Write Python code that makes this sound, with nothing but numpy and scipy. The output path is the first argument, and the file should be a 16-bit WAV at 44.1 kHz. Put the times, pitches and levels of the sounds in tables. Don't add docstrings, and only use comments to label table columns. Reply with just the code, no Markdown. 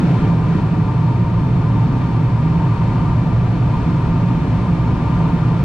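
import sys
import numpy as np
from scipy import signal
from scipy.fft import rfft, irfft, next_fast_len
from scipy.io import wavfile
from scipy.ndimage import uniform_filter1d, map_coordinates

SR = 44100
rng = np.random.default_rng(int(sys.argv[2]) if len(sys.argv) > 2 else 0)


def to_wav(s):
    ch = np.atleast_2d(s).T
    pcm = np.round(np.clip(ch, -1, 1) * 32767)
    wavfile.write(sys.argv[1], SR, pcm.astype(np.int16))


N = 248724
T = np.arange(N) / SR
HZ = np.fft.rfftfreq(N, 1 / SR)

# f/Hz, level/dB
ENGINE_TONES = [(70.5, -41), (113, -29)]
# f/Hz, level/dB
WASH_EQ = [(15, -13.5), (50, -8), (85, -16), (120, -11.5), (174, -5.5), (400, -16), (600, -23.5),
           (900, -12), (1180, -14), (1270, -27), (1600, -26.5), (2500, -55.5)]
# f/Hz, level/dB
HISS_EQ = [(900, -25), (1250, -5.5), (1400, -1), (1550, -4.5), (2100, -9.5), (2350, -8), (2900, -14.5),
           (3400, -16.5), (4300, -19), (5500, -25), (8000, -33), (9600, -35.5)]
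# f/Hz, width/Hz, level/dB
CAVITY_EQ = [(1590, 80, 0), (1670, 70, -2), (1970, 80, -2), (2150, 80, -2.5), (2300, 80, 0.5),
             (2870, 130, -0.5), (3060, 110, 2.5), (3340, 130, -2), (3600, 260, 1.5), (3920, 240, -2),
             (4350, 260, 1.5), (4570, 110, -1), (4700, 90, 1.5), (4850, 150, -1.5), (5550, 210, 1.5),
             (5840, 320, -0.5)]
# f/Hz, correlation
HISS_LIKENESS = [(1250, .85), (1500, .55), (1900, .55), (2400, .85), (3200, .65), (4000, .3), (4600, .4),
                 (6000, .1)]
# f/Hz, left-right/dB
HISS_BALANCE = [(1250, -0.5), (2100, 4), (3000, 3.5), (4500, 0.5), (9000, -0.4)]
# f/Hz, width/Hz, level/dB, left-right/dB
EDGE_TONES = [(887, 39, -5, -1.5), (914, 40, -2, 3.5), (939.6, 40, -3, 3), (1019, 76, -4, 1.5),
              (1180.6, 53, -5, 2.5), (1210, 50, -9.5, 3)]
# f/Hz, width/Hz, level/dB, left-right/dB
SMALL_PANEL_MODES = [(549, 213, -14.5, 1.5), (662, 31, -17.5, 1), (730, 60, -13.5, 5),
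                     (804, 34, -16.5, 4.5)]
# f/Hz, width/Hz, level/dB, left-right/dB
LARGE_PANEL_MODES = [(242, 29.7, 0, 2), (294.3, 53, -2.5, -0.5), (358.6, 28, -8.5, 1.5),
                     (424, 32.6, -9, .5)]
# f/Hz, width/Hz, level/dB, left-right/dB
HULL_MODES = [(38, 37, -7.5, -1), (55.5, 24, 2, 0.5), (72.5, 12, -1.5, -.5)]
# f/Hz, width/Hz, level/dB, left-right/dB
CABIN_MODES = [(116.5, 14.9, 1, -1), (136, 41, -8, 0.5), (163.2, 24.5, -2.5, -1.5), (178, 21, -9.5, -3.5)]
# t/s, level/dB
GUST_RIDE = [(0, 4), (.18, 3.5), (.27, 2.5), (.36, 0), (.46, 1), (.56, 2.5), (.63, .5), (.85, -.5),
             (1.05, 0)]
# t/s, level/dB
SWELL_RIDE = [(1.05, 0), (1.3, -1.3), (1.5, 0), (1.7, -0.6), (1.9, 0.4), (2.3, -0.8), (2.6, 0), (2.9, 1),
              (3.3, -0.85), (3.65, -0.5), (3.9, 1), (4.15, 0), (4.55, 0.9), (4.85, 0), (5.2, 0.76),
              (5.64, -.5)]
# f/Hz, phase/rad
LEFT_LEAD = [(100, -0.046), (170, 0.086), (280, 0.47), (480, 0.47), (660, 0.79), (880, -0.39), (1300, -.1),
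             (2000, -0.68), (3500, -.7), (4800, 1.2)]
# f/Hz, width/Hz, left/dB, right/dB
PORT_NOTCHES = [(85.5, 15, -7.5, -8.5), (219.3, 18, -3.5, -5), (845, 26, -2.5, -7.5), (1105, 60, -0.5, -2),
                (1450, 50, -2.5, -5.5), (1518, 60, -3, -6)]
# f/Hz, level/dB
MIC_ROLLOFF = [(9600, 0), (10700, -10), (11800, -10), (13200, -18), (14800, -33)]


def gain_of(db):
    return 10 ** (np.asarray(db) / 20)


def unit_rms(x):
    return x / np.sqrt(np.mean(x ** 2) + 1e-20)


def curve(points):
    f, value = np.transpose(points)
    return np.interp(np.log(HZ + 1), np.log(f + 1), value)


def bell(hz, width):
    return np.exp(-(2 * (HZ - hz) / width) ** 2)


def drift(span):
    return unit_rms(uniform_filter1d(uniform_filter1d(rng.standard_normal(N), span), span))


def airstream(level_db, gust, swell, rise_db_per_s, wander_db):
    wander = drift(round(0.39 * SR))
    air_db = gust * np.interp(T, *np.transpose(GUST_RIDE))
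    air_db += swell * np.interp(T, *np.transpose(SWELL_RIDE))
    return gain_of(level_db + air_db + rise_db_per_s * T + wander_db * wander)


def turbulence(patchy_db):
    real, imag, patches = rng.standard_normal((3, 513, N // 256 + 5))
    patches = unit_rms(uniform_filter1d(uniform_filter1d(patches, 10, axis=0), 14, axis=1))
    frames = (real + 1j * imag) * gain_of(patchy_db * patches)
    return rfft(signal.istft(frames, nperseg=1024, noverlap=768)[1][:N])


def ports(left, right):
    half_lead = np.exp(0.5j * curve(LEFT_LEAD))
    notches_db = sum(np.outer(dbs, bell(hz, width)) for hz, width, *dbs in PORT_NOTCHES)
    return unit_rms(irfft(gain_of(notches_db) * [left * half_lead, right / half_lead], N))


def ringing(modes, steepness, patchy_db, top_hz):
    drive = turbulence(patchy_db) / (1 + (HZ / top_hz) ** 4)
    power = np.zeros((2, len(HZ)))
    for hz, width, db, pan_db in modes:
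        peak = (1 + (2 * (HZ - hz) / width) ** 2) ** -steepness
        power += gain_of([[db + pan_db / 2], [db - pan_db / 2]]) ** 2 * peak
    return ports(*(np.sqrt(power) * drive))


def tow_plane():
    drone = np.zeros(N)
    for hz, db in ENGINE_TONES:
        pitch = hz * (1 + 0.01501 * drift(6000))
        gain = gain_of(db + 3 * drift(6000))
        drone += gain * np.sqrt(2) * np.sin(2 * np.pi * np.cumsum(pitch) / SR)
    return drone


def eddy_wash():
    colour = gain_of(curve(WASH_EQ))
    left, right = turbulence(patchy_db=1), turbulence(patchy_db=1)
    return gain_of(-37.5) * ports(colour * left, colour * right)


def canopy_hiss():
    ride = airstream(-39.4, gust=1.02, swell=0.7, rise_db_per_s=0.1834, wander_db=0.2)
    likeness = curve(HISS_LIKENESS)
    left, unrelated = turbulence(patchy_db=0), turbulence(patchy_db=-0.5)
    right = likeness * left + np.sqrt(1 - likeness ** 2) * unrelated
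    cavities_db = sum(db * bell(hz, width) for hz, width, db in CAVITY_EQ)
    colour = gain_of(curve(HISS_EQ) + cavities_db)
    pan = gain_of(curve(HISS_BALANCE) / 2)
    return ride * ports(colour * pan * left, colour / pan * right)


def gap_whistles():
    ride = airstream(-32.7, gust=-0.04, swell=0.7, rise_db_per_s=0.14, wander_db=0.2)
    tones = ringing(EDGE_TONES, steepness=1.88, patchy_db=0.93, top_hz=1800)
    climb_per_s, waver = 0.001201, 0.004025
    playhead = np.cumsum(1 + climb_per_s * (T - T.mean()) + waver * drift(9000))
    return ride * np.array([map_coordinates(side, [playhead], order=3, mode="mirror") for side in tones])


def panel_rush():
    body = airstream(-27.5, gust=1.02, swell=1.01, rise_db_per_s=-0.1, wander_db=0.5)
    body = body * ringing(LARGE_PANEL_MODES, steepness=1.2, patchy_db=0.68, top_hz=1500)
    mids = airstream(-35, gust=0.64, swell=0.9, rise_db_per_s=0.08, wander_db=0.23)
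    mids = mids * ringing(SMALL_PANEL_MODES, steepness=1.17, patchy_db=0.66, top_hz=1500)
    return body + mids


def hull_buffet():
    ride = airstream(-30.5, gust=0.8, swell=1.01, rise_db_per_s=1.0, wander_db=1)
    return ride * ringing(HULL_MODES, steepness=0.95, patchy_db=1.5, top_hz=150)


def cabin_boom():
    ride = airstream(-16, gust=0.5, swell=0, rise_db_per_s=-0.1, wander_db=0.23)
    return ride * ringing(CABIN_MODES, steepness=1.296, patchy_db=0.5, top_hz=393)


def scene():
    airborne = hull_buffet() + cabin_boom() + panel_rush() + gap_whistles() + canopy_hiss()
    return airborne + eddy_wash() + tow_plane()


def record(dry):
    low_cut_hz, crossover_hz, high_cut_hz = 19, 233, 14900
    threshold_db, release_db_per_s, squash, makeup_db = -13, 260, 0.69, 2.5
    spectrum = rfft(dry) * gain_of(curve(MIC_ROLLOFF)) * HZ ** 2 / (HZ ** 2 + low_cut_hz ** 2)
    bass_share = 1 / (1 + (HZ / crossover_hz) ** 4)
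    bass, rest = irfft(spectrum * bass_share, N), irfft(spectrum * (1 - bass_share), N)
    envelope = abs(signal.hilbert(bass.mean(0), next_fast_len(N))[:N])
    release_db = release_db_per_s * T
    held_db = np.maximum.accumulate(20 * np.log10(envelope + 1e-9) + release_db) - release_db
    over_db = uniform_filter1d(np.maximum(held_db - threshold_db, 0), 150)
    limited = bass * gain_of(makeup_db - squash * over_db) + rest
    high_cut = signal.firwin(511, high_cut_hz, window=("kaiser", 9), fs=SR)
    return signal.oaconvolve(limited, high_cut[None], "same")


dry = scene()
out = record(dry)
to_wav(out)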